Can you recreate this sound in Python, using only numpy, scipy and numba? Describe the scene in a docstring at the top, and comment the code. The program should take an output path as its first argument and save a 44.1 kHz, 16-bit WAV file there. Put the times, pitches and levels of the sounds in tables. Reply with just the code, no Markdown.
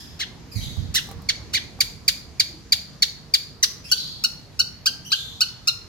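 """Shrike in a porch cage

A shrike flutters down to the floor of a wire cage, with three hoarse rasps, a run of sharp chips, then nasal yips.
Each note is a stack of partials on one quick arch of pitch, shaped by throat and beak; the porch rings after it.
Wing strokes are puffs of low noise; claws are ringing knocks on the frame with noisy ticks on the wires.
A second bird twitters further off, over a noise bed of low town rumble and blurred birds and echoes above,
with a faint hum and one soft low note. All is heard through a phone with two ports and a limiter, held at the bars."""
import sys
import numpy as np
from scipy import signal
from scipy.fft import rfft, irfft
from scipy.io import wavfile
from scipy.ndimage import map_coordinates
from numba import njit

SR = 44100
rng = np.random.default_rng(int(sys.argv[2]) if len(sys.argv) > 2 else 0)


def wrap_up_sound(samples):
    """Save the sound to the file named by the first command line argument, as 16-bit audio."""
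    columns = np.atleast_2d(samples).T
    # keep every value between -1 and 1, then stretch to whole-number steps
    tamed = np.clip(columns, -1, 1)
    steps = np.round(tamed * 32767).astype(np.int16)
    wavfile.write(sys.argv[1], SR, steps)


N = 259294  # length in samples

# Levels are mix settings ahead of resonance, reverberation and limiter.
# Hoarse calls: start_s, length_s, top_hz, level_db, beak_hz, brightness_db_per_octave
RASP_NOTES = [(.189, 0.055, 2140, -30, 3360, -4.5), (.938, .06, 2053, -26, 3330, 2.5),
              (1.529, .056, 2407, -23.5, 3520, -3)]
# Sharp falling chips: start_s, length_s, top_hz, level_db, beak_hz, beak_gain_db,
# brightness_db_per_octave, roughness (0 = clean)
CHIP_NOTES = [(1.2868, .021, 2306, -19.5, 4500, 4, -5.5, 0.17),
              (1.8033, .019, 2410, -20.5, 4100, 6.5, 4.5, 0.13),
              (2.0783, 0.018, 2443, -19.5, 4100, 7, 4.5, 0),
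              (2.3957, 0.019, 2408, -21.5, 4480, 11.5, 3, 0.14),
              (2.7204, 0.018, 2412, -22.5, 4100, 11.5, 5, 0),
              (3.0205, 0.019, 2314, -22.5, 4400, 14, 4, 0.25),
              (3.3366, 0.021, 2416, -24, 4160, 12.5, 5.5, .1),
              (3.6262, .024, 2054, -23, 5070, 13.5, 7.5, 0.2)]
# Lower, nasal yips: start_s, length_s, top_hz, level_db, beak_hz, brightness_db_per_octave,
# start_pitch (share of the top)
YIP_NOTES = [(3.9138, 0.024, 1542, -25, 4580, 1, 0.88), (4.2372, 0.023, 1481, -27.5, 4540, 0.5, 0.8),
             (4.591, 0.027, 1509, -26.5, 4580, -1.5, 0.84), (4.8565, 0.038, 1609, -26, 4220, -1.5, .68),
             (5.1165, 0.035, 1627, -25, 3840, -8.5, .68), (5.4052, .034, 1513, -25.5, 4050, -2, .78),
             (5.6718, 0.03, 1434, -26, 4520, -1.5, 0.82)]
# Throat colour of both birds: partial_hz, gain_db
THROAT_COLOUR = [(1000, -5), (1400, -5.5), (1800, -1), (2300, -1), (3000, 3.5), (4000, 2.5), (5200, 2.5),
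                 (6500, -2), (8300, -11), (9700, -8.5), (12000, -15), (16000, -25)]
# Shrike's place between the ports: time_s, left_minus_right_db
SHRIKE_PLACE = [(0, 2), (1.8, -3.5), (3.3, 1), (4.3, 1), (5.8, 0)]
# Claws on the cage: start_s, knock_db, wire_tick_db
CLAW_HITS = [(.768, -43, -48), (1.071, -49, -43), (1.089, -34.5, -42), (1.113, -32, -37), (1.22, -53, -44),
             (1.791, -35, -50)]
# Ringing modes of the cage frame: mode_hz, level_db, t60_s
CAGE_MODES = [(466, -21, 0.85), (564, -21, 0.075), (786, -4, 0.035), (933, -4.5, 0.017), (1143, -13, 0.12)]
# Flurries of wing strokes: start_s, length_s, first_stroke_db
WING_FLURRIES = [(.553, .17, -26.5), (.772, .12, -25), (1.155, .03, -38)]
WINGBEAT_HZ, STROKE_S, STROKE_FADE_DB_PER_S = 20.25, .048, 61
# Phase by which the left port leads: frequency_hz, lead_radians
PORT_LEAD = [(0, 0), (950, 1.1), (2070, -0.1), (2840, 2.0), (3530, 2.9), (3960, 5.5), (5770, 8.6),
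             (7840, 7.7), (8790, 9.0), (11000, 9.9), (13000, 12.3), (14500, 10.6), (15300, 12.1),
             (16500, 12.5)]
# Strength at the two ports: frequency_hz, left_minus_right_db
PORT_LEVELS = [(1300, -.5), (2400, -1), (4400, -.3), (8000, -2.5), (15000, -3)]
# Porch reverberation by band: centre_hz, level_db, t60_s (before the tail is stretched)
PORCH_TAIL = [(1170, -5.5, 0.61), (2220, -9, 0.49), (3130, -11, 0.49), (4400, -9, 0.53), (7000, -9.5, .45),
              (9600, -14, 0.44), (14800, -7, 0.37)]
# Notes of the far bird; the first is the rough, fading tail of an earlier call: start_s, length_s,
# top_hz, level_db, brightness_db_per_octave, roughness (0 = clean), summit_place (share of the length)
TWITTER_CALLS = [(0, 0.014, 1870, -53.5, 4, 1.1, .1), (.513, 0.028, 2492, -54, 7.5, 0.54, .15),
                 (.55, 0.045, 2230, -49.5, 3.5, 0.53, 0.12), (.604, 0.039, 3664, -46, 1, 0.94, 0.86),
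                 (3.838, 0.05, 2635, -54.5, 3, 1, .3), (3.88, 0.098, 3460, -48, 3.5, 0.73, 0.44),
                 (3.95, .086, 4390, -45.5, -3, 0.97, 0.3), (5.046, .036, 3100, -49, 2.5, 0.2, 0.5),
                 (5.1, 0.06, 4150, -43.5, 2, 0.56, 0.19), (5.145, .04, 3634, -39, -7, 0.18, .7)]
# Spectrum of the outdoor background, relative: frequency_hz, density_db (per Hz)
TOWN_SPECTRUM = [(15, -44), (25, 1.5), (137, 0), (489, -17.5), (1070, -21), (1520, -24.5), (1840, -23.5),
                 (3340, -28), (4370, -23), (5140, -25), (6920, -30), (8590, -41), (9320, -39.5),
                 (14000, -41), (16000, -63)]
# Swell of the background, eased off towards the treble: time_s, swell_db
TOWN_SWELL = [(0, 3), (.4, 4), (1.1, 6), (1.8, 3.5), (2.6, 1), (3.3, 0.5), (5.8, 0)]
TOWN_DB = -43  # rms over both sides
TOP_HZ = 15900  # upper edge of the phone's range


def shrike_song():
    """The shrike's rasps, chips and yips; the first chip comes before the last rasp."""
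    return sing(RASP_NOTES, rasp) + sing(CHIP_NOTES, chip) + sing(YIP_NOTES, yip)


def rasp(length, top_hz, db, beak_hz, bright_db):
    """A hoarse swell up from a low growl, its roughness clearing as the note goes on."""
    return note(length, top_hz, db, beak_hz, bright_db, start=0.24, end=.6, summit=.48,
                attack=0.43, fading=0.29, beak_db=5.5, rough=0.82, clearing=1, half_db=-10,
                closing_db=23.5, crest_db=3.5, jitter=0.04, air=0.35)


def chip(length, top_hz, db, beak_hz, beak_db, bright_db, rough):
    """A note that starts near its top and drops by over an octave."""
    return note(length, top_hz, db, beak_hz, bright_db, start=0.94, end=0.46, summit=0.1687,
                attack=.26, fading=0.72, beak_db=beak_db, rough=rough, half_db=-9.5,
                closing_db=8.5, crest_db=4, fall=1.5, jitter=0.033, beak_width_hz=880)


def yip(length, top_hz, db, beak_hz, bright_db, start):
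    """A shallow arch with an abrupt start, pushed hardest at its summit."""
    return note(length, top_hz, db, beak_hz, bright_db, start=start, end=.8, summit=.48,
                attack=0.12, fading=0.55, beak_db=12.5, rough=0.057, closing_db=25,
                crest_db=5.0, rise=1.094, fall=1.55, beak_width_hz=583)


def sing(notes, voice):
    """Place all the sounds of one kind on a track."""
    out = np.zeros(N)
    for start_s, *settings in notes:
        add(out, start_s, voice(*settings))
    return out


def note(length, top_hz, db, beak_hz, bright_db, rough, *, start, end, summit, attack, fading,
         beak_db, closing_db, crest_db, clearing=0, half_db=-np.inf,
         sheen_db=0, sheen_hz=11800, sheen_width_hz=800, rise=1.3, fall=1.3, beak_width_hz=778,
         closing_octaves=0.64, jitter=0.054, flutter=.45, air=0.49, crest_s=0.0051):
    """One arch of the syrinx: partials through throat and beak, whose resonance sinks as the beak closes."""
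    # start and end are shares of the top pitch; summit, attack and fading are shares of the length
    t = np.arange(int(length * SR)) / SR
    done = t / length
    top_s = summit * length
    rough = rough * (1 - min(clearing, 1) * done)

    to_summit = np.clip(1 - t / top_s, 0, 1) ** rise
    past_summit = np.clip((t - top_s) / max(length - top_s, 1 / SR), 0, 1) ** fall
    hz = top_hz + (start - 1) * top_hz * to_summit + (end - 1) * top_hz * past_summit
    hz = hz * (1 + jitter * rough * walk(len(t), 690))  # the membranes swing unevenly
    orders = np.arange(1, 14.5, .5)[:, None]
    partials = orders * hz

    resonance_hz = beak_hz * 2 ** (closing_octaves * (.5 - done))
    colour_db = at_hz(partials, THROAT_COLOUR)
    colour_db += beak_db / (1 + ((partials - resonance_hz) / beak_width_hz) ** 2)
    tilt_db = bright_db + closing_db * (.5 - done)  # per octave, above the beak only
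    colour_db += tilt_db * np.log2(np.maximum(partials / beak_hz, 1))
    # a thin, high resonance
    colour_db += sheen_db / (1 + ((partials - sheen_hz) / sheen_width_hz) ** 2)
    # strong and weak swings alternate: lines between the harmonics
    colour_db += np.where(orders % 1, half_db, 0)

    phase = 2 * np.pi * np.cumsum(partials, axis=1) / SR
    grit = np.array([walk(len(t), 1786) for _ in partials])  # air rasps on every partial
    waves = np.sin(phase) + air * rough * grit * np.cos(phase)
    tone = np.sum(undb(colour_db) * (partials < SR / 2.5) * waves, axis=0)

    pressure = np.sin(np.pi / 2 * np.clip(done / attack, 0, 1)) ** 2
    pressure *= np.clip((1 - done) / max(fading, 1 / len(t)), 0, 1) ** 0.63
    # the push peaks with the pitch
    pressure *= undb(crest_db * (np.exp(-((t - top_s) / crest_s) ** 2) - 0.4732))
    return undb(db) * tone * pressure * (1 + flutter * rough * walk(len(t), 538))


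def claws():
    """Feet knock the frame into decaying modes and tick on the wires with brief noise."""
    out, t = np.zeros(N), np.arange(SR // 2) / SR
    frame = sum(undb(db - 60 * t / t60) * np.sin(2 * np.pi * hz * t) for hz, db, t60 in CAGE_MODES)
    for start_s, knock_db, tick_db in CLAW_HITS:
        tick = band(len(t), 8400, 13000) * np.exp(-t / 0.0023)
        add(out, start_s, undb(knock_db) * frame + undb(tick_db) * tick)
    return out


def wings():
    """Each stroke pushes a soft puff of air at the ports; the strokes of a flurry grow weaker."""
    out, t = np.zeros(N), np.arange(SR // 4) / SR
    push = np.sin(np.pi * np.minimum(t / STROKE_S, 1)) ** .5 * (t < STROKE_S)
    for start_s, length_s, db in WING_FLURRIES:
        for since in np.arange(0, length_s, 1 / WINGBEAT_HZ):
            puff = band(len(t), 85, 45) + undb(-6.5) * band(len(t), 153, 117)
            add(out, start_s + since, undb(db - STROKE_FADE_DB_PER_S * since) * puff * push)
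    return out


def ports(x):
    """Direct sound reaches the two ports with different phase and strength."""
    f = bins(N)
    lead = np.exp(.5j * np.interp(f, *np.transpose(PORT_LEAD)))
    turn = lead * undb(at_hz(f, PORT_LEVELS) / 2)
    return irfft(rfft(x) * np.array([turn, 1 / turn]), N)


def porch(x, near_db, near_s, tail_db, stretch):
    """Quick scatter from cage and roof, then a diffuse tail that dies soonest in the top treble."""
    t, f = np.arange(SR) / SR, bins(SR)
    noise, tail = rfft(rng.standard_normal((2, SR))), 0
    centres = np.array(PORCH_TAIL)[:, 0]
    # each share is 1 at its own band and 0 at the others, so neighbours cross-fade
    for share, (_, db, t60) in zip(np.eye(len(centres)), PORCH_TAIL):
        fade = undb(-60 * t / (t60 * stretch)) * np.clip(t / .012, 0, 1)
        strand = irfft(noise * at_hz(f, np.c_[centres, share]))
        tail = tail + undb(db) * fade / np.linalg.norm(fade) * strand
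    scatter = rng.standard_normal((2, SR)) ** 3 * np.exp(-t / near_s) * (t > .002)  # cubing makes it sparse
    scatter /= np.linalg.norm(scatter, axis=1, keepdims=True)
    response = undb(near_db) * scatter + undb(tail_db) * tail
    return signal.fftconvolve(x[None], response, axes=1)[:, :N]


def twitter(length, top_hz, db, bright_db, rough, summit, slide=0.23):
    """A high, breathy sound of the far bird, sliding up and down at the same average rate."""
    return note(length, top_hz, db, 4460, bright_db, start=1 - slide * summit,
                end=1 - slide * (1 - summit), summit=summit, attack=0.095, fading=0.64,
                beak_db=8, rough=rough, closing_db=-5.5, crest_db=4.5, sheen_db=8.5)


def town(flicker_db=2.0, likeness=0.78, left_db=-3, low_hz=42):
    """Outdoor background: low rumble, blurred bird calls and lingering echoes above; noise bands flicker alone."""
    f, out = bins(N), 0
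    # the bass swells most and is more alike left and right
    swell_db = np.interp(np.arange(N) / SR, *np.transpose(TOWN_SWELL))
    alike = np.clip(likeness, 0, 1) / (1 + f / 1500)
    colour = undb(at_hz(f, TOWN_SPECTRUM)) * f ** 4 / (f ** 4 + low_hz ** 4)
    mid, side = rfft(rng.standard_normal((2, N))) * colour * np.sqrt([1 + alike, 1 - alike])
    pair = np.array([(mid + side) * undb(left_db / (1 + f / 600)), mid - side])
    centres = 25 * 2 ** (np.arange(20) / 2)  # half an octave apart
    for hz, share in zip(centres, np.eye(len(centres))):
        strand = irfft(pair * at_hz(f, np.c_[centres, share]), N)
        out = out + strand * undb(swell_db / (1 + hz / 1500) + flicker_db * walk(N, 12))
    return undb(TOWN_DB) * unit(out)


def hum(hz=463, width_hz=5, db=-67):
    """A faint, wavering hum in the distance, made of very narrow noise."""
    return undb(db) * band(N, hz, width_hz)


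def low_swell(s=2.54, width_s=0.06, hz=320, width_hz=45, db=-50):
    """A soft, low note of narrow noise swells briefly somewhere outside."""
    return undb(db) * band(N, hz, width_hz) * np.exp(-((np.arange(N) / SR - s) / width_s) ** 2)


def undb(db):
    """Turn decibels into an amplitude factor."""
    return 10 ** (np.asarray(db) / 20)


def unit(x):
    """Scale to rms 1."""
    return x / np.sqrt(np.mean(x ** 2))


def at_hz(hz, points):
    """Read (Hz, value) points on a log-frequency axis."""
    f, value = np.transpose(points)
    return np.interp(np.log(np.maximum(hz, 1)), np.log(np.maximum(f, 1)), value)


def bins(n):
    """Frequencies in Hz of the spectrum of n samples."""
    return np.arange(n // 2 + 1) * SR / n


def band(n, hz, width_hz):
    """Noise in one bell-shaped band, rms 1."""
    bell = np.exp(-((bins(n) - hz) / width_hz) ** 2)
    return unit(irfft(rfft(rng.standard_normal(n)) * bell, n))


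def walk(n, rate):
    """A smooth random wander with spread near 1, given its random points per second."""
    steps = np.arange(n) * rate / SR
    points = rng.standard_normal(int(steps[-1]) + 2)
    return map_coordinates(points, [steps], order=3, mode="nearest")


def add(track, s, sound):
    """Mix a sound in at a time in seconds."""
    i = max(int(s * SR), 0)
    track[i:i + len(sound)] += sound[:len(track) - i]


@njit
def follow(size, attack, release):
    """Level envelope with its own rates for rising and falling."""
    out, e = np.empty(len(size)), 0.
    for i in range(len(size)):
        e += (size[i] - e) * (attack if size[i] > e else release)
        out[i] = e
    return out


def scene():
    """The shrike close by, the far bird mostly as reverberation, wing draught and outdoor background."""
    shrike, far, cage = shrike_song(), sing(TWITTER_CALLS, twitter), claws()
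    pan_db = np.interp(np.arange(N) / SR, *np.transpose(SHRIKE_PLACE))
    direct = ports(shrike) * undb(np.array([pan_db, -pan_db]) / 2) + cage
    near = direct + porch(shrike + cage, near_db=-4.0, near_s=0.008, tail_db=-0.5, stretch=0.87)
    far_porch = porch(far, near_db=4.0, near_s=0.0063, tail_db=19.5, stretch=1.86)
    distant = undb(-4.5) * far + far_porch
    # the wing draught strikes the right port harder, and partly on its own
    draught = np.array([undb(-13) * wings(), undb(3) * wings()]) + undb(-6.5) * wings()
    return near + distant + draught + town() + hum() + low_swell()


def record(dry, threshold_db=-8, ratio=3, attack_s=0.0022, release_s=0.0012):
    """The phone's limiter holds down whatever passes its threshold, both sides together; the top is cut."""
    envelope = follow(np.abs(dry).max(axis=0), 1 / (attack_s * SR), 1 / (release_s * SR))
    gain = np.maximum(envelope / undb(threshold_db), 1) ** (1 / ratio - 1)
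    top_cut = signal.ellip(8, .2, 70, TOP_HZ, fs=SR, output="sos")
    return signal.sosfilt(top_cut, dry * gain)


dry = scene()
out = record(dry)
wrap_up_sound(out)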